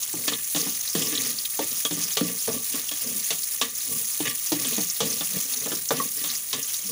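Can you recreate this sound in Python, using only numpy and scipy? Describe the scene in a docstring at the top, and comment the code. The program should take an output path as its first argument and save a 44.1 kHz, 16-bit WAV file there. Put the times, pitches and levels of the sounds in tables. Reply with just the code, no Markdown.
"""A small kitchen, close to a mono microphone: garlic and onion fry in a little oil in a large metal pot.
Steam hisses out in tiny puffs, the oil film crackles and water drops spit, over a faint gas flame.
A metal spatula lands about three times a second, rings the pot, chatters, drags through the food
and squeaks once by stick-slip. Loud knocks briefly push the gain down."""
import sys
import numpy as np
from scipy import signal
from scipy.fft import rfft, irfft, next_fast_len
from scipy.io import wavfile
from scipy.ndimage import uniform_filter1d

SR = 44100
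rng = np.random.default_rng(int(sys.argv[2]) if len(sys.argv) > 2 else 0)


def wrap_up_sound(samples):
    """Save the sound to the file named by the first command line argument, as 16-bit audio."""
    columns = np.atleast_2d(samples).T
    # keep every value between -1 and 1, then stretch to whole-number steps
    tamed = np.clip(columns, -1, 1)
    steps = np.round(tamed * 32767).astype(np.int16)
    wavfile.write(sys.argv[1], SR, steps)


N = 304731
TIME = np.arange(N) / SR
CUTOFF_HZ = 15550

# Spatula strokes. Each row: start in s, press time in s, drag time in s, rumble and rasp in relative dB,
# blade resonance in Hz, extra fizz of the pushed food in dB.
STROKES = [(0.14, 0.018, 0.15, -45, -54, 274, -1), (0.27, .025, 0.047, -43, -33.5, 250, 3.5),
           (0.55, 0.015, .13, -37, -40, 286, 7), (0.955, 0.028, 0.07, -33, -36, 290, 8.5),
           (1.06, 0.073, 0.19, -35.5, -38.5, 290, 8.5), (1.595, 0.011, .035, -40, -38.5, 368, 1.5),
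           (1.7, 0.018, 0.041, -46.5, -56, 220, 2), (1.9, 0.015, 0.17, -44, -43, 235, -0.5),
           (2.215, 0.027, 0.074, -33.5, -35.5, 285, 9.5), (2.47, 0.013, 0.084, -34.5, -53, 278, 3),
           (2.7, 0.052, 0.036, -42, -40.5, 255, 0.5), (3.02, 0.031, 0.12, -38.5, -48, 244, -1),
           (3.31, 0.0084, 0.0098, -46.5, -47, 264, 4.5), (3.615, 0.0092, 0.012, -34, -29.5, 252, -3),
           (3.85, 0.069, .09, -40.5, -58, 250, -3.5), (4.225, 0.037, 0.023, -34, -27, 273, 4.5),
           (4.525, 0.015, 0.27, -32, -35, 316, 2), (5.005, 0.028, 0.024, -29.5, -37, 223, 2),
           (5.07, 0.022, 0.12, -46, -58, 255, 2.5), (5.3, 0.047, 0.029, -38, -44, 187, 2.5),
           (5.42, 0.19, 0.18, -44, -53, 268, 4), (5.91, 0.023, .1, -32.5, -37, 261, 4.5),
           (6.16, .015, 0.035, -44.5, -40, 292, 1.5), (6.26, 0.034, 0.055, -52, -46, 230.6, 9),
           (6.53, 0.012, 0.059, -41, -40, 276, -1), (6.83, 0.067, .03, -40.5, -60, 198, -3)]
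# Spectrum of the pot's weak, close modes. Each row: frequency in Hz, density in relative dB.
CLATTER = [(60, -56), (150, -11), (400, -3), (600, -2.5), (900, -2), (1700, 1), (3300, 10.5), (5000, 4),
           (7000, 6), (10000, -8)]


def from_db(db):
    return 10 ** (np.asarray(db) / 20)


def rms(x):
    return np.sqrt(np.mean(x ** 2) + 1e-20)


def in_time(rows):
    """Interpolate rows of (s, values..) at every sample."""
    times_s, *columns = np.transpose(rows)
    return [np.interp(TIME, times_s, column) for column in columns]


def drift(rate_hz):
    """Random curve of unit spread, rate_hz knots a second."""
    knots = rng.standard_normal(8192)
    return np.interp(TIME * rate_hz, np.arange(len(knots)), knots) * np.sqrt(3 / 2)


def colour(x, spectrum):
    """Filter by rows of (Hz, dB)."""
    size = next_fast_len(len(x))
    hz, db = np.transpose(spectrum)
    bins_hz = np.fft.rfftfreq(size, 1 / SR) + 1
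    gain = from_db(np.interp(np.log(bins_hz), np.log(hz), db))
    return irfft(rfft(x, size) * gain, size)[:len(x)]


def band(x, low_hz, high_hz=np.inf, order=2):
    """Band-pass, upper edge capped at 0.45 SR."""
    sos = signal.butter(order, [low_hz, min(high_hz, .45 * SR)], "band", fs=SR, output="sos")
    return signal.sosfilt(sos, x + 1e-18)


def glide(x, hz, width_hz):
    """Resonator with a moving centre."""
    carrier = np.exp(2j * np.pi * np.cumsum(hz) / SR)
    return np.real(carrier * signal.lfilter([1], [1, -np.exp(-np.pi * width_hz / SR)], x / carrier))


def add(out, start_s, sound):
    start = max(int(start_s * SR), 0)
    out[start:start + len(sound)] += sound[:N - start]


def grains(per_s, spread_db):
    """Random clicks, many small and few large."""
    sizes = from_db(spread_db * np.minimum(rng.exponential(1, N), 4)) * rng.choice([-1, 1], N)
    return sizes * (rng.random(N) < per_s / SR)


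def gas_flame(level_db=-57):
    """Steady low noise of the flame and room."""
    # Each row: frequency in Hz, density in relative dB.
    flame_spectrum = [(20, 3), (50, 2.5), (85, 3.5), (120, 7), (300, 1), (400, -1), (550, 2.5), (800, -13),
                      (1500, -16.5)]
    noise = colour(rng.standard_normal(N), flame_spectrum)
    return from_db(level_db) * noise / rms(noise)


def vigour(pressure, stir_db, lull_db=-1.5, lull_after_s=0.049, lull_width_s=0.062):
    """Hiss and fizz in dB: steam surges at random and lulls after each stroke; stirring livens the fizz."""
    # Each row: time in s, fine hiss and coarse fizz of wet food in relative dB.
    frying_levels = [(0, -32.5, -34), (.12, -33.5, -35.5), (.48, -31, -39), (.6, -27.5, -33.5),
                     (.85, -34.5, -35.5), (1.0, -29, -36.5), (1.35, -30.5, -34.5), (1.6, -33, -36.5),
                     (1.8, -29.5, -33), (2.08, -31, -30), (2.3, -29.5, -40), (2.44, -30.5, -34),
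                     (3.0, -33.5, -35.5), (3.25, -29.5, -34), (3.5, -31, -37), (3.72, -35, -38.5),
                     (4.05, -28.5, -32.5), (4.4, -31.5, -36), (4.75, -29, -29), (5.0, -33, -36),
                     (5.3, -30, -33), (5.85, -32.5, -38), (6.25, -30, -36), (6.45, -35, -40),
                     (6.7, -34, -35), (6.91, -35.5, -37.5)]
    hiss_db, fizz_db = in_time(frying_levels)
    lifts_s = [start_s + press_s + drag_s for start_s, press_s, drag_s, *_ in STROKES]
    lull = sum(np.exp(-((TIME - lift_s - lull_after_s) / lull_width_s) ** 2) for lift_s in lifts_s)
    surge_db = 0.82 * drift(rate_hz=30) + lull_db * lull * (1 - pressure)
    return hiss_db + 0.78 * surge_db, fizz_db + surge_db + stir_db


def sizzle(hiss_db, fizz_db, flutter_db=2.0, hiss_patchy_db=1.46, fizz_patchy_db=3.5, crackle_db=-7):
    """Steam escapes in tiny puffs, band by band, among sharp pops of the oil film."""
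    # The sizzle as coloured by the microphone's treble peaks. Each row: frequency in Hz, relative dB.
    sizzle_spectrum = [(700, -20), (1200, -28), (1480, -21), (1900, -12.5), (3500, -9.5), (5000, -6.5),
                       (6500, 0), (8000, -10.5), (9800, -1), (12400, -10.5), (13900, -10.5), (14600, -0.5),
                       (15500, 2)]
    edges_hz = [600, 1500, 2500, 3500, 4600, 5800, 7000, 8500, 11500, 17000]
    puffs_db = flutter_db * (drift(90) + drift(400)) / np.sqrt(2)
    pops = grains(per_s=390, spread_db=1.5)
    pops = pops / rms(pops) * from_db(crackle_db)
    hiss, fizz = 0, 0
    for low_hz, high_hz in zip(edges_hz, edges_hz[1:]):
        steam = band(rng.standard_normal(N), low_hz, high_hz, order=4)
        if high_hz < 8000:  # wet food: slower, deeper swells
            fizz += steam * from_db(puffs_db + fizz_patchy_db * drift(130))
        else:
            hiss += steam * from_db(puffs_db + hiss_patchy_db * drift(240))
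    hiss = colour(hiss + band(pops, low_hz=2750, order=1), sizzle_spectrum)
    fizz = colour(fizz, sizzle_spectrum)
    hiss /= rms(band(hiss, 9000, 15500, order=4))
    fizz /= rms(band(fizz, 4000, 7500, order=4))
    return hiss * from_db(hiss_db + 2) + fizz * from_db(fizz_db - 1)


def pot_air(fizz_db):
    """Frying keeps the air in the pot faintly ringing."""
    # Each row: frequency in Hz, width in Hz, level in dB re fizz_db.
    air_modes = [(1190, 123, -21.5), (1775, 520, -25), (3750, 870, -21)]
    out = 0
    for hz, width_hz, db in air_modes:
        radius, angle = np.exp(-np.pi * width_hz / SR), 2 * np.pi * hz / SR
        poles = [1, -2 * radius * np.cos(angle), radius ** 2]
        air = signal.lfilter([1, 0, -1], poles, rng.standard_normal(N))
        out += from_db(db) * air / rms(air)
    return out * from_db(fizz_db)


def steam_jet(hz, half_width, fade_s, rise_s=0.0004):
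    """A drop flashes to steam: pitched noise, unit rms over its first 6 ms."""
    t = TIME[:2048]
    steam = band(rng.standard_normal(len(t)), hz / (1 + half_width), hz * (1 + half_width))
    steam *= (1 - np.exp(-t / rise_s)) * np.exp(-t / fade_s)
    return steam / rms(steam[t < .006])


def sputter(fizz_db, count, centre_hz, spread_oct, half_width, fade_s, spread_db, gain_db):
    """Drops burst at random times; their level follows the fizz."""
    out = np.zeros(N)
    for start_s, (pitch, smallness) in zip(rng.uniform(0, TIME[-1], count), rng.standard_normal((count, 2))):
        hz = min(centre_hz * 2 ** (spread_oct * pitch), CUTOFF_HZ)
        add(out, start_s, steam_jet(hz, half_width, fade_s) * from_db(-spread_db * smallness))
    return out * from_db(fizz_db + gain_db)


def spits(gain_db=-4):
    """The largest water drops burst in the oil one by one."""
    # Each row: start in s, level in relative dB, pitch in Hz.
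    large_drops = [(0.129, -25, 8400), (0.444, -25.5, 6380), (0.3334, -19, 3540), (0.614, -21, 4970),
                   (0.877, -26, 4300), (1.0207, -20.5, 3320), (1.07, -20, 5530), (1.152, -20, 3600),
                   (1.1754, -18, 3700), (1.289, -31, 5040), (1.3858, -21, 4740), (1.452, -23, 3380),
                   (1.642, -26, 7030), (2.4239, -22, 6700), (2.889, -29, 3200), (3.4321, -26, 5000),
                   (4.461, -25, 6350), (4.669, -19, 8740), (4.8993, -17.5, 6040), (5.127, -21.5, 5450),
                   (5.402, -24, 6000), (5.6455, -26.5, 6370), (5.8883, -20, 6140), (6.3007, -24.5, 4560),
                   (6.6283, -22.5, 6300)]
    out = np.zeros(N)
    for start_s, db, hz in large_drops:
        add(out, start_s, steam_jet(hz, half_width=0.14, fade_s=0.006) * from_db(db + gain_db))
    return out


def pot_ring(force, vary_db, detune):
    """The loaded pot and blade ring; mode strength and pitch vary at random with the contact point."""
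    # Each row: frequency in Hz, gain in dB, t60 in s.
    pot_modes = [(116.1, -15.5, 0.46), (159, -12, 0.4), (178, -16, 0.32), (212, -13.5, 0.1),
                 (231.6, -16, 0.13), (292.4, -1.5, 0.12), (372, -3, 0.023), (441, -2, .05),
                 (468.5, -6, 0.1), (542.6, -9, 0.16), (651, -15, 0.14), (816, -9, 0.029),
                 (1120, 8.5, 0.028), (1171, 6, 0.062), (1270, -35, 0.047), (1500, -22, 0.0043),
                 (1739, 2, 0.073), (1900, 7.5, 0.028), (2472, -5.5, 0.21), (3040, 11, 0.028),
                 (3321, 9, 0.089), (3634, 20, 0.013), (3680, -23, 0.051), (4450, 10, .04),
                 (5310, -2, 0.033), (5600, 16, 0.01), (6180, 7, 0.064)]
    out = 0
    for hz, db, t60_s in pot_modes:
        radius = from_db(-60 / (t60_s * SR))
        angle = 2 * np.pi * hz * (1 + detune * rng.standard_normal()) / SR
        strength = from_db(db + vary_db * rng.standard_normal()) * rng.choice([-1, 1])
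        poles = [1, -2 * radius * np.cos(angle), radius ** 2]
        out += strength * signal.lfilter([0, np.sin(angle)], poles, force + 1e-18)
    return out


def knocks(chatter=0.048, clatter_db=3, tick_s=0.013):
    """The blade lands and chatters; its angle shares the blow among pot, base, wall and blade."""
    # Each row: start in s, pot thud, base knock, wall ring and blade clink in relative dB,
    # chatter decay in s.
    blows = [(0.139, -35.5, -45, -47.5, -55, 0.0064), (0.2792, -32.5, -34.5, -32.5, -23.5, 0.0089),
             (0.319, -36, -36.5, -37, -37, 0.011), (0.548, -33, -39, -44, -32.5, 0.008),
             (0.561, -33, -36.5, -38, -28, 0.0091), (0.666, -34, -50, -43.5, -40, 0.016),
             (0.951, -26, -43, -37.5, -30, 0.017), (1.592, -29, -27, -62, -35, 0.011),
             (1.851, -35.5, -34.5, -34, -24.5, 0.0049), (1.91, -30.5, -45, -47, -33.5, 0.01),
             (1.97, -37, -50, -47, -46, 0.024), (2.17, -39, -30, -31, -23.5, 0.012),
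             (2.21, -19.5, -41, -46, -35, 0.0055), (2.477, -34.5, -31, -42, -47, 0.014),
             (2.743, -36.5, -47, -43.5, -44, 0.022), (2.914, -43.5, -46, -43, -34.5, 0.013),
             (3.305, -42, -36, -39, -26, .014), (3.614, -41, -33, -28.5, -22, 0.014),
             (4.204, -27.5, -38.5, -45, -34.5, 0.012), (4.255, -41, -48, -46, -43, .016),
             (4.5194, -21.5, -29.5, -36, -28.5, 0.011), (4.647, -43, -49, -44, -31, 0.011),
             (4.78, -28.5, -39, -65, -54, 0.018), (5.0045, -39, -28, -30, -25, 0.018),
             (5.209, -38, -41.5, -40, -32.5, 0.01), (5.66, -36.5, -35.5, -51, -48, 0.013),
             (5.718, -34.5, -58, -41, -37, 0.011), (5.9066, -29.5, -21.5, -24.5, -28.5, 0.011),
             (6.0, -35, -34.5, -38, -43, .009), (6.24, -42.5, -44.5, -44, -33, 0.023),
             (6.53, -55, -41, -38, -27.5, 0.013)]
    out, t = np.zeros(N), TIME[:SR // 6]
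    for start_s, thud_db, base_db, wall_db, clink_db, chatter_s in blows:
        force = chatter * rng.standard_normal(len(t)) * np.exp(-t / chatter_s)
        force[0] = 1
        clatter = colour(rng.standard_normal(len(t)), CLATTER) * np.exp(-t / (1.6 * chatter_s))
        ring = pot_ring(force, vary_db=3.5, detune=0.0046)
        blow = ring / rms(ring[t < .02]) + from_db(clatter_db) * clatter / rms(clatter[t < .005])
        shares = [(173, 398, thud_db + 1), (370, 726, base_db + 2),
                  (992, 1345, wall_db + 1), (2330, np.inf, clink_db + 1.5)]
        for low_hz, high_hz, db in shares:
            part = band(blow, low_hz, high_hz)
            add(out, start_s, part / rms(part[t < .025]) * from_db(db))
        metal_tick = band(rng.standard_normal(len(t)), 1300, 12000, order=1) * np.exp(-t / tick_s)
        add(out, start_s, metal_tick * from_db(clink_db + 1))
    return out


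def strokes(touch_db=-16, ease_db_per_s=27, lift_db_per_s=266, sag_oct_per_s=1.97):
    """Control curves: the hand bears down, eases off and lifts; the blade's pitch sags as it unbends."""
    pressure, rumble_gain, rasp_gain, stir_db = np.zeros((4, N))
    blade_hz = np.full(N, float(STROKES[0][5]))
    for start_s, press_s, drag_s, rumble_db, rasp_db, hz, wet_db in STROKES:
        age_s = TIME[:SR] - press_s  # zero at full pressure
        press_db = touch_db * np.maximum(-age_s / press_s, 0)
        ease_db = ease_db_per_s * np.clip(age_s, 0, drag_s)
        lift_db = lift_db_per_s * np.maximum(age_s - drag_s, 0)
        force = from_db(press_db - ease_db - lift_db)
        add(pressure, start_s, force)
        add(rumble_gain, start_s, force * from_db(rumble_db))
        add(rasp_gain, start_s, force * from_db(rasp_db))
        add(stir_db, start_s, force * wet_db)
        start = int(start_s * SR)
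        blade_hz[start:] = hz * 2 ** (-sag_oct_per_s * np.clip(TIME[:N - start] - press_s, 0, 1))
    return np.minimum(pressure, 1), rumble_gain, rasp_gain, stir_db, blade_hz


def scraping(rumble_gain, rasp_gain, blade_hz, rough_db=3, clatter_db=-6, blade_db=2, rasp_db=-3, jerk_db=2):
    """The dragged blade slips in small jerks: the base rumbles, the edge rasps, the flexed blade drones."""
    slips = grains(per_s=900, spread_db=3.5) * from_db(rough_db * drift(80))
    ring = pot_ring(slips, vary_db=0, detune=0)
    clatter = colour(slips, CLATTER)
    body = ring / rms(ring) + from_db(clatter_db) * clatter / rms(clatter)
    rumble, rasp = band(body, 99, 690), band(body, 1210, 2640)
    drone = band(glide(slips, blade_hz, width_hz=27), 82, 426)
    rumble = rumble / rms(rumble) + from_db(blade_db) * drone / rms(drone)
    rumble /= np.sqrt(uniform_filter1d(rumble ** 2, size=2200) + 1e-12)  # the hand evens out the pressure
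    jerks = from_db(jerk_db * drift(70))  # the blade catches on food
    return jerks * (rumble * rumble_gain + rasp / rms(rasp) * rasp_gain * from_db(rasp_db))


def squeak(upper_ratio=1.72, upper_db=-11, upper_fade_s=0.02, roughness=0.34):
    """Stick-slip locks on to two wall modes and sags in pitch; the upper one soon lets go."""
    # Each row: time in s, pitch in Hz, level in dB.
    contour = [(5.997, 1224, -41), (6.002, 1135, -15.5), (6.013, 1066, -25), (6.022, 1100, -27),
               (6.033, 1100, -33), (6.045, 1100, -65)]
    hz, db = in_time(contour)
    phase = 2 * np.pi * np.cumsum(hz) / SR
    age_s = np.maximum(TIME - contour[0][0], 0)
    upper = from_db(upper_db) * np.exp(-age_s / upper_fade_s) * np.sin(upper_ratio * phase)
    gate = (age_s > 0) & (TIME < contour[-1][0])
    return (np.sin(phase) + upper) * from_db(db) * (1 + roughness * drift(400)) * gate


def kitchen(x, t60_s=0.22, wet_db=-15):
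    """Near walls add a short diffuse tail."""
    t = TIME[:SR // 2]
    tail = band(rng.standard_normal(len(t)), 194, 11000, order=1) * from_db(-60 * t / t60_s) * (t > .005)
    return x + from_db(wet_db) * signal.fftconvolve(x, tail / np.linalg.norm(tail))[:N]


def gain_control(x, threshold_db=-25, slope=0.53, release_db_per_s=35, attack_s=0.034, ahead_s=0.0095):
    """Look-ahead compressor: loud knocks briefly duck the whole mix."""
    level_db = 10 * np.log10(uniform_filter1d(x[0] ** 2, size=441) + 1e-12)
    ahead_db = np.interp(TIME + ahead_s, TIME, level_db)
    wanted_cut_db = slope * np.maximum(ahead_db - threshold_db, 0)
    recovery_db = release_db_per_s * TIME
    cut_db = np.maximum.accumulate(wanted_cut_db + recovery_db) - recovery_db
    pole = np.exp(-1 / (attack_s * SR))
    return x * from_db(-signal.lfilter([1 - pole], [1, -pole], cut_db))


def scene():
    """Flame, frying and spatula at one microphone, on both channels."""
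    flame = gas_flame()
    pressure, rumble_gain, rasp_gain, stir_db, blade_hz = strokes()
    hiss_db, fizz_db = vigour(pressure, stir_db)
    small_drops = sputter(fizz_db, count=150, centre_hz=6720, spread_oct=0.11, half_width=0.07,
                          fade_s=0.0052, spread_db=3, gain_db=-0.5)
    sharp_pops = sputter(fizz_db, count=35, centre_hz=7500, spread_oct=0.21, half_width=0.47,
                         fade_s=0.00087, spread_db=0, gain_db=-2)
    frying = sizzle(hiss_db, fizz_db) + small_drops + sharp_pops + spits() + pot_air(fizz_db)
    spatula = kitchen(knocks() + scraping(rumble_gain, rasp_gain, blade_hz)) + squeak()
    mono = flame + frying + spatula
    return np.array([mono, mono])


def record(dry):
    """Gain control, then a steep low-pass."""
    low_pass = signal.ellip(14, .1, 90, CUTOFF_HZ, fs=SR, output="sos")
    return signal.sosfilt(low_pass, gain_control(dry))


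dry = scene()
out = record(dry)
wrap_up_sound(out)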